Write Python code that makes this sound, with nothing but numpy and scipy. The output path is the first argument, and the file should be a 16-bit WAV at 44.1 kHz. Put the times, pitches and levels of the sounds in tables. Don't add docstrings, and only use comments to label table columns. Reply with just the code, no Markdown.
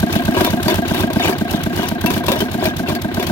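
import sys
import numpy as np
from scipy import signal
from scipy.fft import rfft, irfft, next_fast_len
from scipy.io import wavfile

SR = 44100
rng = np.random.default_rng(int(sys.argv[2]) if len(sys.argv) > 2 else 0)


def wav_record(signal):
    frames = np.transpose(np.atleast_2d(signal))
    bounded = np.clip(frames, -1, 1)
    quanta = np.round(bounded * 32767).astype(np.int16)
    wavfile.write(sys.argv[1], SR, quanta)


def ratio_of_db(decibels):
    return 10 ** (np.asarray(decibels, float) / 20)


N = 145971

# f/Hz, level/dB per Hz
HISS = [(530, -38), (900, 7), (2690, 0.5), (3230, 7.5), (7960, -2), (14700, 5), (16000, -5)]


def unit(x):
    return x / np.sqrt(np.mean(x ** 2) + 1e-20)


def along(points, hz):
    f, v = np.transpose(points)
    return np.interp(np.log(hz + 1), np.log(f + 1), v)


def filtered(x, response):
    m = next_fast_len(N + 8192)
    return irfft(rfft(x, m) * response(np.fft.rfftfreq(m, 1 / SR)), m)[..., :N]


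def rush(spectrum):
    # f/Hz, likeness/1
    likeness = [(300, .98), (600, .6), (1200, .2), (5000, .15)]

    def response(hz):
        turn = np.arccos(np.clip(along(likeness, hz), -1, 1)) / 2
        return ratio_of_db(along(spectrum, hz)) * [np.cos(turn), np.sin(turn)]

    mid, side = filtered(rng.standard_normal((2, N)), response)
    return unit(np.array([mid + side, mid - side]))


def swell(t, rise, t60):
    return (1 - np.exp(-t / rise)) * ratio_of_db(-60 * t / t60)


def add(out, start_s, shape):
    first = int(start_s * SR)
    t = np.arange(max(0, first + 1), min(N, first + SR // 7))
    out[t] += shape(t / SR - start_s)


def cycle_starts():
    cycle_s, first_s, jitter_s = .1257017, -.00655, .00012
    starts = first_s + cycle_s * np.arange(-1, 27)
    return starts + jitter_s * rng.standard_normal(len(starts))


def nearness():
    # t/s, level/dB
    loudness = [(0, 2.5), (1, 1.5), (1.5, 0), (2.5, -0.5), (3.31, -2)]
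    return ratio_of_db(np.interp(np.arange(N) / SR, *np.transpose(loudness)))


def engine_rings(starts):
    # t/ms into the cycle, f/Hz, level/dB, rise/ms, t60/ms
    exhaust = [
        (.9, 92.5, -11.5, 8, 147),
        (2.1, 149, -15.5, 3.3, 103),
        (3.3, 1576, -18, 2.2, 30),
        (-14, 53, -16.5, 20, 150),
    ]
    knock = [(33.6, 375, -10, 8, 61), (34.1, 2095, -24, 8, 28), (34.4, 922, -22, .6, 31),
             (34.8, 220, -6, 4.2, 57), (34.6, 1570, -11, 2.5, 40)]
    thump = [(38.5, 633, -1, 8, 9.4), (41.8, 665, -14.5, .3, 46), (44.4, 204, 12, 7.3, 13.9),
             (45.4, 306, -15, 2.1, 110)]
    valve_a = [(67.3, 345, -15.5, 8, 61), (70, 245, -12.5, 8, 160), (73.9, 1617, -15.5, 6, 60),
               (72.5, 706, -18.5, 3, 200)]
    valve_b = [(99, 1065, -19.5, 8, 42), (101.5, 1560, -19, 1, 40), (106.1, 342, -16, .2, 58),
               (103, 690, -28, 3, 120)]
    force_scatter_db, detune = 1, .004
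    part_scatter_db, part_detune, part_jitter_ms = 1, .006, .08
    events = [(exhaust, np.inf), (knock + thump, np.inf), (valve_a, 98), (valve_b, np.inf)]
    damping_ms = 3
    out = np.zeros(N)
    for start in starts:
        for parts, end_ms in events:
            force_db, tune = rng.standard_normal(2) * [force_scatter_db, detune]
            for ms, hz, db, rise_ms, t60_ms in parts:
                scatter = [part_scatter_db, part_detune, part_jitter_ms]
                own_db, own_tune, late_ms = rng.standard_normal(3) * scatter
                pitch = hz * (1 + tune + own_tune)

                def ring(t):
                    held = np.exp(-np.maximum(1000 * t + ms - end_ms, 0) / damping_ms)
                    tone = np.sin(2 * np.pi * pitch * t)
                    return ratio_of_db(db + force_db + own_db) * held * swell(1000 * t, rise_ms, t60_ms) * tone

                add(out, start + (ms + late_ms) / 1000, ring)
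    return out


def exhaust_jet(starts):
    peak_ms, width_ms, jet_db, scatter_db = 10.4, 4.5, -23.5, 2
    gate = np.zeros(N)
    for start in starts:
        size = ratio_of_db(jet_db + scatter_db * rng.standard_normal())
        add(gate, start, lambda t: size * np.exp(-((1000 * t - peak_ms) / width_ms) ** 2))
    return gate * rush(HISS)


def engine_noise(starts, rows, spectrum):
    scatter_db = 1.5
    gate = np.zeros(N)
    for start in starts:
        for ms, db, rise_ms, t60_ms in rows:
            size = ratio_of_db(db + scatter_db * rng.standard_normal())

            def puff(t):
                soft = 1 - np.exp(-1000 * t / rise_ms)
                return size * soft * swell(1000 * t, rise_ms, t60_ms)

            add(gate, start + ms / 1000, puff)
    return gate * rush(spectrum)


def gas_puffs(starts):
    puffs = [
        (17.3, -22.5, 9.7, 121),
        (34.8, -38, 2.9, 29),
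        (69, -32, 0.64, 34),
        (100, -71, 1.8, 23),
    ]
    return engine_noise(starts, puffs, HISS)


def clatter(starts):
    rattles = [
        (5.13, -24, 6.5, 100),
        (33, -31, 0.71, 87),
        (75, -25, 1.8, 36),
        (101.5, -27.5, 2.2, 150),
    ]
    # f/Hz, level/dB per Hz
    colour = [(300, -75), (600, 5), (1500, -2.5), (4000, -2.5), (6000, -40), (16000, -14.5)]
    return engine_noise(starts, rattles, colour)


def cracks():
    # t/s, snap peak/dB, plate ring/dB, lump pitch f/Hz
    breaks = [(0.154, -16.5, -31, 366), (0.3467, -41, -20, 332), (0.3671, -32, -9, 546),
              (0.399, -22, -15, 720), (0.408, -13, -10, 600), (0.474, -46, -16, 574),
              (0.4457, -10, -18, 396), (0.4644, -21, -16.5, 714), (0.6811, -12, -11.5, 625),
              (0.6994, -17, -19, 366), (0.7197, -34, -14, 365), (0.728, -38, -36, 385),
              (0.98, -22, -26, 650), (1.005, -25, -23, 333), (0.9444, -18, -21, 673),
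              (1.1015, -24.5, -17.5, 328), (1.1975, -26, -16.5, 696), (1.2438, -24, -13.5, 326),
              (1.294, -19, -20.5, 366), (1.325, -30, -24.5, 670), (1.8304, -20.5, -18, 380),
              (2.0398, -25, -24, 333), (2.0601, -11.5, -16.5, 333), (2.081, -36, -26, 320),
              (2.1033, -14, -17.5, 350), (2.335, -32, -18, 566), (2.361, -28, -20.5, 625),
              (2.418, -33, -30, 400), (2.177, -18.5, -29, 338), (2.238, -23.5, -18, 350),
              (2.2822, -12.5, -11, 580), (2.3171, -11.5, -12.5, 540), (2.4041, -13.5, -15.5, 372),
              (2.624, -32, -15.5, 660), (2.6543, -12, -16, 630), (2.8724, -38, -37, 406),
              (2.884, -21.5, -16.5, 578), (2.899, -34, -19.5, 627), (2.9501, -19, -27, 366),
              (3.1963, -19.5, -15, 396), (3.2263, -17, -23, 624), (3.267, -20, -39, 347)]
    # f/Hz, level/dB, t60/s
    plates = [(366, 5.5, 0.094), (523.7, -2.5, 0.1), (555, -15, 0.083), (627, 0.5, 0.085),
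              (658, -17.5, 0.04), (976.3, -3.5, 0.15), (1045, -0.5, 0.038), (1642, -12.5, 0.21),
              (2399, -4.5, 0.036), (3040, -27, 0.036), (3445, -15, 0.18)]
    # f/Hz, level/dB per Hz
    snap_colour = [(500, -26), (1500, 3), (4000, 0), (8000, -12), (13000, -2.5), (16000, -5.5)]
    snap_gain_db, snap_t60_s, click, click_t60_s = -5.5, .085, 1.1, .015
    plate_gain_db, plate_scatter_db, plate_detune = -7, 3.5, .0125
    lump_gain_db, lump_t60_s = -1.5, .088
    gate, ring = np.zeros(N), np.zeros(N)
    hz, level_db, t60 = np.transpose(plates)[:, :, None]
    for s, snap_db, ring_db, lump_hz in breaks:
        scatter_db = plate_scatter_db * rng.standard_normal(hz.shape)
        size = ratio_of_db(ring_db + plate_gain_db + level_db + scatter_db)
        pitch = hz * (1 + plate_detune * rng.standard_normal(hz.shape))

        def snap(t):
            both = swell(t, .001, snap_t60_s) + click * swell(t, .0003, click_t60_s)
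            return ratio_of_db(snap_db + snap_gain_db) * both

        def plate(t):
            return (size * swell(t, .00069, t60) * np.sin(2 * np.pi * pitch * t)).sum(0)

        def lump(t):
            tone = np.sin(2 * np.pi * lump_hz * t)
            return ratio_of_db(ring_db + lump_gain_db) * swell(t, .0008, lump_t60_s) * tone

        add(gate, s, snap)
        add(ring, s, plate)
        add(ring, s, lump)
    return gate * rush(snap_colour), ring


def pings():
    # t/s, f/Hz, level/dB, t60/s
    shards = [(.374, 4100, -22, .05), (.359, 2450, -24, .04), (.4445, 3510, -21, .04),
              (.462, 3600, -18, .07), (.680, 4600, -18, .05), (.684, 3555, -25, .13),
              (.697, 2200, -19, .03), (.704, 3555, -23, .12), (1.198, 3630, -21, .13),
              (1.2446, 2430, -15, .03), (2.061, 2700, -18, .1), (2.066, 10500, -27, .03),
              (2.283, 2720, -19, .08), (2.284, 3700, -23, .1), (2.318, 3620, -20, .08),
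              (2.402, 3090, -21, .08), (1.293, 370, -9, .16), (2.414, 400, -12, .1), (.368, 540, -15, .07),
              (2.319, 560, -15, .08), (2.654, 2410, -21, .05), (2.675, 1640, -23, .2),
              (2.873, 2710, -21, .03), (2.95, 4500, -22, .05), (3.227, 1920, -19, .04),
              (3.268, 3320, -22, .05)]
    waver = .01
    out = np.zeros(N)
    for s, hz, db, t60 in shards:
        drift = np.cumsum(rng.standard_normal(SR // 6)) * np.sqrt(2 * np.pi * waver * hz / SR)

        def note(t):
            return ratio_of_db(db) * swell(t, t60 / 50, t60) * np.sin(2 * np.pi * hz * t + drift[:len(t)])

        add(out, s, note)
    return out


def grinding():
    # t/s of greatest pressure, level/dB, build-up/s, release/s
    strokes = [(.14, -24, 0.059, 0.12), (.37, -21.5, 0.04, 0.059), (.46, -25, 0.028, 0.11),
               (0.709, -23.5, 0.07, 0.067), (.98, -19.5, 0.1, 0.064), (1.261, -17.5, 0.076, 0.07),
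               (1.522, -25.5, 0.05, 0.099), (1.8, -23, 0.066, 0.11), (2.112, -22.5, 0.021, .07),
               (2.301, -26.5, 0.049, 0.17), (2.41, -29, 0.042, 0.016), (2.66, -22, 0.06, 0.048),
               (2.899, -24.5, 0.029, 0.048), (3.23, -28, 0.095, 0.25)]
    # f/Hz, level/dB per Hz
    colour = [(210, -9), (350, 2), (445, -14), (696, -6.5), (1380, -16), (2390, -23.5), (7920, -32),
              (12600, -27), (16000, -26)]
    grains_per_s, grain_t60_s, spread_db = 350, .016, 2.5
    bed, chip_db = .45, -8
    t = np.arange(N) / SR
    pressure = np.zeros(N)
    for s, db, up, down in strokes:
        pressure += ratio_of_db(db) * np.exp(-((t - s) / np.where(t < s, up, down)) ** 2)
    hits = (rng.random(N) < grains_per_s / SR) * ratio_of_db(spread_db * rng.exponential(size=N))
    grains = signal.fftconvolve(hits, ratio_of_db(-60 * t[:SR // 10] / grain_t60_s))[:N]
    crumbling = unit((bed + unit(grains)) * rush(colour))
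    return pressure * (crumbling + ratio_of_db(chip_db) * hopper(chips()))


def chips():
    chips_per_s, middle_hz, octaves, spread_db, tilt_db = 350, 3300, .6, 4, -2
    t60_cycles = 32
    count = int(np.ceil(chips_per_s * N / SR))
    when, size = rng.random((2, count))
    octave = octaves * 2 * (rng.random(count) + rng.random(count) - 1)
    k = np.arange(1000)
    waves = (middle_hz * 2 ** octave)[:, None] * k / SR
    level = ratio_of_db(tilt_db * octave - spread_db * np.log(size + .08))
    grain = level[:, None] * np.sin(2 * np.pi * waves) * ratio_of_db(-60 * waves / t60_cycles)
    place = (when * N).astype(int)[:, None] + k
    return unit(np.bincount(place.ravel(), grain.ravel(), minlength=N)[:N])


def hopper(x):
    # f/Hz, level/dB
    walls = [(600, -5), (2000, -1)]
    t = np.arange(SR // 10) / SR
    tail = rng.standard_normal((2, len(t))) * swell(t, .002, .045)
    tail = tail / np.linalg.norm(tail[0])
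    echo = signal.fftconvolve(x[None], tail, axes=1)[:, :N]
    return x + filtered(echo, lambda hz: ratio_of_db(along(walls, hz)) * hz ** 4 / (hz ** 4 + 450 ** 4))


def yard():
    # f/Hz, level/dB per Hz
    colour = [(24, -45), (45, -9.5), (226, 3.5), (455, -12), (680, -8.5), (1370, -21.5), (1590, -28),
              (1850, -16.5), (16000, -57)]
    return ratio_of_db(-27) * rush(colour)


def scene():
    starts, near = cycle_starts(), nearness()
    snaps, plate_rings = cracks()
    gas = exhaust_jet(starts) + gas_puffs(starts) + clatter(starts)
    rings = near * engine_rings(starts)
    echo_share = .2
    steel = (1 - echo_share) * rings + hopper(echo_share * rings + plate_rings + pings())
    return steel + near * gas + snaps + grinding() + yard()


def roll_off(x):
    return signal.sosfilt(signal.butter(12, 16600, fs=SR, output="sos"), x)


def record(dry):
    # f/Hz, level/dB
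    lean = [(40, -9), (130, -2.5), (290, 0), (640, 2), (1410, -1), (3100, 6), (6820, 9.5), (15000, -0.5)]
    # f/Hz, phase/rad
    lead = [(60, .4), (170, .7), (430, .65), (860, .8), (1300, 1.2), (1720, 2), (2150, 2.7)]
    low_hz, top_hz, cut_hz, above_db, ceiling = 36.4, 15900, 16600, -32, .97
    sign = np.array([[1], [-1]])

    def response(hz):
        bass_cut = (1j * hz / (low_hz + 1j * hz)) ** 2
        treble_cut = np.where(hz < top_hz, 1, ratio_of_db(above_db) * (hz < cut_hz))
        colour = ratio_of_db(sign * along(lean, hz) / 2) * np.exp(.5j * sign * along(lead, hz))
        return bass_cut * treble_cut * colour

    ports = filtered(dry, response)
    ports = ports / (1 + np.abs(ports / ceiling) ** 6) ** (1 / 6)
    return roll_off(ports)


dry = scene()
out = record(dry)
wav_record(out)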